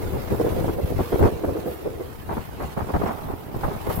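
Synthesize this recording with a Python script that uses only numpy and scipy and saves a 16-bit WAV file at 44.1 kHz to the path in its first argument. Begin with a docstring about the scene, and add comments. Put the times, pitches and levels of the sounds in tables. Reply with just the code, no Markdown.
"""Running in beach wind

Gusty wind on an open beach buffets the two ports of a microphone carried at a run. Each gust is a train
of sudden puffs: a low thudding, a hollow roar near 400 Hz and, when it hits squarely, a rasp.
Behind it the surf hisses, with a fine airy fizz on top and a few gritty scuffs.
Now and then one side briefly loses its bass."""
import sys
import numpy as np
from scipy import signal
from scipy.fft import rfft, irfft, next_fast_len
from scipy.io import wavfile
from scipy.ndimage import uniform_filter1d, map_coordinates

SR = 44100
rng = np.random.default_rng(int(sys.argv[2]) if len(sys.argv) > 2 else 0)


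def materialize(psi):
    """Save the field psi as 16-bit PCM at rate SR to the path in sys.argv[1].

    A 1-D psi becomes a single channel; in a 2-D psi each row is a channel.
    """
    bounded = np.clip(np.atleast_2d(psi).T, -1, 1)
    quanta = np.round(bounded * 32767).astype(np.int16)
    wavfile.write(sys.argv[1], SR, quanta)


N = 176400
TIME_S = np.arange(N) / SR


def amp(db):
    """Decibels to gain."""
    return 10 ** (np.asarray(db) / 20)


def over_hz(rows, hz):
    """(Hz, value) rows interpolated on a log frequency axis."""
    knots_hz, values = np.transpose(rows)
    return np.interp(np.log(hz + 1), np.log(knots_hz + 1), values)


def over_time(rows):
    """(Seconds, value) rows interpolated to every sample."""
    return np.interp(TIME_S, *np.transpose(rows))


def wobble(knots_per_s):
    """Smooth random curve."""
    return map_coordinates(rng.standard_normal(8192), [TIME_S * knots_per_s], mode="wrap")


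def filtered(x, response):
    """x through a gain given as a function of Hz."""
    size = next_fast_len(N + 8192)
    return irfft(rfft(x, size) * response(np.fft.rfftfreq(size, 1 / SR)), size)[..., :N]


def sides(side_db):
    """Left and right gains for a left-minus-right level."""
    return amp(np.array([[1], [-1]]) * side_db / 2)


def rush(spectrum, swirl_db, shared):
    """Stereo noise, swirling in strength, coloured, at rms 1; a share of it is common to both ports."""
    noise = rng.standard_normal((3, N))
    pair = np.sqrt(1 - shared) * noise[:2] + np.sqrt(shared) * noise[2]
    coloured = filtered(pair * amp(swirl_db), lambda hz: amp(over_hz(spectrum, hz)))
    return coloured / np.sqrt(np.mean(coloured ** 2, axis=-1, keepdims=True) + 1e-20)


def steadied(x, span_s):
    """x divided by its running rms, which evens out slow chance swells."""
    power = uniform_filter1d(x ** 2, size=int(span_s * SR))
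    power = uniform_filter1d(power, size=int(span_s * SR / 2))
    return x / np.sqrt(np.abs(power) + 1e-6)


def patchy(x, depth_db):
    """x with narrow-band patches of random gain, tens of ms long."""
    frames = signal.stft(x, nperseg=1024)[2]
    patches = rng.standard_normal(frames.shape[1:])
    for axis in (0, 1):
        patches = uniform_filter1d(patches, size=3, axis=axis)
    return signal.istft(frames * amp(depth_db * patches / patches.std()), nperseg=1024)[1][:, :N]


# Flow between puffs. Each row: time in seconds, relative level in dB.
ROAR_FLOW_DB = [(0, -34.5), (.16, -36), (.27, -38), (.35, -36.5), (.52, -31), (.62, -30.5), (.76, -34.5),
                (.88, -34.5), (1.09, -39), (1.18, -30.5), (1.3, -31), (1.38, -36), (1.5, -31),
                (1.62, -37.5), (1.7, -32.5), (1.77, -42.5), (1.86, -37), (2.03, -39.5), (2.21, -50),
                (2.33, -35.5), (2.45, -49.5), (2.63, -40), (2.74, -47.5), (2.92, -36), (3.1, -35),
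                (3.19, -44), (3.3, -42), (3.4, -45.5), (3.7, -34.5), (3.82, -43.5), (4, -35.5)]
RASP_FLOW_DB = [(0, -46), (.65, -43.5), (.8, -51), (1.3, -48), (1.58, -44.5), (1.77, -50), (2.24, -51),
                (2.36, -40.5), (2.47, -48), (2.74, -46), (3.12, -37), (3.2, -39), (3.45, -48), (3.72, -36),
                (3.82, -44), (4, -37)]
# Each row: start in seconds, length in seconds, relative roar level in dB, relative rasp level in dB.
WIND_PUFFS = [(0.129, 0.042, -30.5, -40.5), (0.304, 0.045, -25.5, -38), (0.397, 0.017, -19.5, -35),
              (.441, 0.0079, -21, -48), (0.462, 0.021, -23.5, -34.5), (0.564, 0.039, -29.5, -50),
              (.642, 0.012, -27.5, -38), (.68, .02, -25.5, -33), (0.785, 0.015, -23.5, -54),
              (0.903, .023, -29, -53), (0.99, 0.019, -22.5, -29), (1.121, 0.039, -23, -32),
              (1.191, 0.032, -22.5, -32), (1.225, 0.043, -19, -25), (1.273, 0.0075, -23.5, -28.5),
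              (1.437, 0.01, -22, -31.5), (1.481, 0.017, -25, -40), (1.551, 0.032, -29, -42),
              (1.659, 0.026, -27.5, -43), (1.854, 0.022, -26, -41), (1.998, 0.018, -30.5, -47),
              (2.289, 0.048, -39.5, -31), (2.369, 0.012, -28, -33), (2.602, 0.043, -37.5, -33),
              (2.765, 0.014, -28.5, -30.5), (2.79, 0.029, -33.5, -30), (2.888, 0.018, -39, -32.5),
              (2.938, 0.031, -29, -27), (3.013, 0.027, -26, -29.5), (3.058, 0.016, -30.5, -26.5),
              (3.081, .035, -44, -30.5), (3.286, .05, -35.5, -39), (3.542, 0.017, -35, -38),
              (3.634, 0.017, -46, -26.5), (3.663, 0.025, -32, -35), (3.863, .025, -29.5, -35.5),
              (3.898, 0.0097, -24, -28)]


def gusts(attack_s=0.003, release_s=0.0086):
    """Roar and rasp gains: the flow plus puffs that slap the ports, hold and die away."""
    roar_power = amp(over_time(ROAR_FLOW_DB)) ** 2
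    rasp_power = amp(over_time(RASP_FLOW_DB)) ** 2
    for start_s, length_s, roar_db, rasp_db in WIND_PUFFS:
        attack = np.clip((TIME_S - start_s) / attack_s + 0.5, 0, 1)
        release = np.exp(-np.maximum(TIME_S - start_s - length_s, 0) / release_s)
        roar_power += (attack * release * amp(roar_db)) ** 2
        rasp_power += (attack * release * amp(rasp_db)) ** 2
    return np.sqrt(roar_power), np.sqrt(rasp_power)


# Each row: frequency in Hz, relative density in dB.
THUD_SPECTRUM = [(15, -9), (30, -6), (50, -4.5), (70, 1.5), (100, -1.5), (170, -8), (260, -15.5),
                 (600, -65.5)]
# Each row: time in seconds, relative level in dB.
THUD_SWINGS_DB = [(0.0, -38.5), (0.08, -27.5), (0.11, -39), (0.15, -26), (0.18, -33), (0.28, -38.5),
                  (0.315, -23.5), (0.36, -34.5), (0.68, -28.5), (0.72, -36.5), (0.81, -30.5),
                  (0.845, -23.5), (0.89, -35.5), (1.01, -25), (1.09, -45.5), (1.15, -28), (1.18, -41),
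                  (1.21, -20.5), (1.265, -18.5), (1.295, -43), (1.35, -27.5), (1.38, -46), (1.49, -32),
                  (1.64, -44.5), (1.68, -37.5), (1.76, -47), (1.87, -41.5), (2.24, -43.5), (2.32, -36.5),
                  (2.38, -34.5), (2.44, -42.5), (2.6, -43), (2.635, -31), (2.71, -47), (2.83, -32.5),
                  (2.92, -46), (2.955, -20.5), (3.0, -35), (3.19, -42), (3.31, -34.5), (3.43, -49),
                  (3.59, -33.5), (3.67, -29), (3.7, -41), (3.83, -37), (3.88, -31), (3.92, -35), (4.0, -28)]
# Each row: time in seconds, left minus right in dB.
THUD_BALANCE_DB = [(0, 7.5), (.6, 7), (1.25, 1.5), (1.8, 9), (2.35, 4.5), (3.0, 2), (3.35, -6), (3.7, 0.5),
                   (4, 14)]


def thud(eddies):
    """Slow pressure swings thud on the ports, mostly harder on one than the other."""
    pressure = steadied(rush(THUD_SPECTRUM, 4.4 * eddies + 2 * wobble(30), shared=0.17), span_s=0.092)
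    ports = sides(over_time(THUD_BALANCE_DB))
    ports /= np.sqrt(np.mean(ports ** 2, axis=0))
    return pressure * amp(over_time(THUD_SWINGS_DB) + 4) * ports


# Roar before and after the turn. Each row: frequency in Hz, relative density in dB.
HOLLOW_SPECTRUM = [(70, -49), (170, -6.5), (240, -6.5), (320, 0), (400, 0), (490, 1), (570, -7), (700, -9),
                   (900, -25), (1500, -37), (4000, -67)]
FLAT_SPECTRUM = [(70, -18), (130, -1.5), (190, 1.5), (280, -2), (400, 0), (550, -7), (750, -10.5),
                 (1000, -15.5), (1600, -52), (4000, -81)]


def roar(eddies, flutter, gain, turn_s=2.2, turn_length_s=0.18):
    """Hollow resonance of the ports; it flattens when the wind meets them at a new angle."""
    hollow = steadied(rush(HOLLOW_SPECTRUM, 2.33 * eddies + 2 * flutter, shared=0.069), span_s=0.025)
    flat = steadied(rush(FLAT_SPECTRUM, 4.7 * eddies + 2 * flutter, shared=0.036), span_s=0.043)
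    turned = np.clip((TIME_S - turn_s) / turn_length_s + 0.5, 0, 1)
    blend = np.sqrt(1 - turned) * hollow * amp(2.5) + np.sqrt(turned) * flat * amp(4.5)
    return blend * gain * sides(side_db=-1.75)


# Each row: frequency in Hz, relative density in dB.
RASP_SPECTRUM = [(200, -41), (500, -4), (800, 1.5), (1100, -3.5), (1500, -11.5), (2100, -21), (3200, -39.5),
                 (7000, -66)]
CRACKLE_SPECTRUM = [(800, -19), (1750, 6), (3000, -12), (7000, -38)]


def rasp(eddies, flutter, gain, onset_db=-48.5, crackle_onset_db=-29.5):
    """Square hits rasp, weak flow hardly does; the hardest slaps add a crackling top."""
    body = rush(RASP_SPECTRUM, 3.3 * eddies + 3 * flutter, shared=0.018)
    body = steadied(patchy(body, depth_db=0.5), span_s=0.025)
    crackle = steadied(rush(CRACKLE_SPECTRUM, 5 * eddies, shared=0), span_s=0.028)
    crackle *= amp(-17.5) / (1 + (amp(crackle_onset_db) / gain) ** 4)
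    breakup = 1 / np.sqrt(1 + (amp(onset_db) / gain) ** 4)
    return (body + crackle) * gain * breakup * amp(1) * sides(side_db=-1)


def wind(eddies_per_s=170, flutter_per_s=42):
    """Eddies strike each port separately; gusts and their flutter reach both."""
    roar_gain, rasp_gain = gusts()
    eddies = np.array([wobble(eddies_per_s), wobble(eddies_per_s)])
    flutter = wobble(flutter_per_s)
    return thud(eddies) + roar(eddies, flutter, roar_gain) + rasp(eddies, flutter, rasp_gain)


# Each row: frequency in Hz, relative density in dB.
SURF_SPECTRUM = [(100, 4), (400, 7.5), (900, 10), (1600, 6.5), (2600, 3.5), (4000, -0.5), (6000, -5.5),
                 (8000, -7), (12000, -4.5)]
# Each row: frequency in Hz, left minus right in dB.
SURF_BALANCE_DB = [(300, 2), (900, -14.5), (1800, -5.5), (3500, -1.5), (8000, 1)]
# Each row: time in seconds, relative level in dB.
SURF_LEVEL_DB = [(0.0, -54), (0.66, -52.5), (0.79, -57), (1.01, -52.5), (1.29, -52.5), (1.4, -58),
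                 (1.57, -55.5), (2.26, -60), (2.34, -56.5), (2.56, -58.5), (2.65, -54), (2.76, -58),
                 (3.07, -55), (3.32, -60), (3.54, -61), (3.65, -54.5), (3.78, -56), (3.93, -49.5),
                 (4.0, -58)]


def surf(tremble):
    """Broad wash of the surf, its body stronger at the right port."""
    wash = rush(SURF_SPECTRUM, 0.86 * tremble + 1.06 * wobble(200), shared=0.0062)
    wash = patchy(wash, depth_db=3.0)
    wash = filtered(wash, lambda hz: sides(over_hz(SURF_BALANCE_DB, hz)))
    return wash * amp(over_time(SURF_LEVEL_DB) + 11)


# Each row: frequency in Hz, relative density in dB.
FIZZ_SPECTRUM = [(2000, -40), (6000, -28), (8000, -11.5), (10500, -4), (12000, 4), (14000, 2), (16000, 0.5)]
# Each row: time in seconds, relative level in dB.
FIZZ_LEVEL_DB = [(0.0, -53), (0.54, -51), (0.8, -51.5), (1.17, -52.5), (1.32, -54), (1.9, -56.5),
                 (2.93, -59.5), (3.09, -54), (3.55, -57.5), (3.86, -52.5), (3.92, -44), (4.0, -42)]


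def fizz(tremble):
    """Airy, trembling fizz above the surf."""
    air = rush(FIZZ_SPECTRUM, 0.4 * tremble + wobble(40) + 2.1 * wobble(500), shared=0.02)
    return patchy(air, depth_db=4.5) * amp(over_time(FIZZ_LEVEL_DB) + 2.5) * sides(side_db=-0.2)


# Each row: centre in seconds, half length in seconds, channel (0 left, 1 right).
BASS_DROPOUTS = [(0.258, 0.044, 1), (.81, 0.031, 0), (1.562, 0.021, 1), (1.79, 0.045, 1), (2.138, 0.03, 1),
                 (2.44, 0.034, 1), (3.146, 0.041, 0), (3.87, 0.075, 1)]


def bass_dropouts(x, depth_db=-18, corner_hz=227):
    """One side loses its bass for a moment."""
    gaps = np.zeros((2, N))
    for centre_s, half_length_s, channel in BASS_DROPOUTS:
        gaps[int(channel)] += np.exp(-((TIME_S - centre_s) / half_length_s) ** 4)
    bass = filtered(x, lambda hz: 1 / (1 + (hz / corner_hz) ** 6))
    return x + bass * (amp(depth_db * gaps) - 1)


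# Each row: start in seconds, length in seconds, level in dB.
GRIT_SCUFFS = [(.435, .021, -48), (0.515, .026, -48), (1.038, 0.017, -45), (1.182, .022, -40.5),
               (1.664, 0.088, -45), (2.33, .02, -48), (2.915, .017, -50), (3.24, 0.02, -49.5),
               (3.56, .02, -47), (3.645, .03, -49)]


def scuffs(edge_s=0.004):
    """Short bursts of fine grit, like sand and cloth scuffing."""
    gain = np.zeros(N)
    for start_s, length_s, level_db in GRIT_SCUFFS:
        inside_s = np.minimum(TIME_S - start_s, start_s + length_s - TIME_S)
        gain += amp(level_db) * np.clip(inside_s / edge_s + 0.5, 0, 1)
    return gain * rush(FIZZ_SPECTRUM, 3 * wobble(1500), shared=0.11)


def scene():
    """Wind on the microphone over surf, fizz and the scuffs of running."""
    buffeting = wind()
    tremble = wobble(60)
    return buffeting + surf(tremble) + fizz(tremble) + scuffs()


def record(dry, top_hz=15830):
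    """Brief bass dropouts, then a hard band limit."""
    return filtered(bass_dropouts(dry), lambda hz: hz < top_hz)


dry = scene()
out = record(dry)
materialize(out)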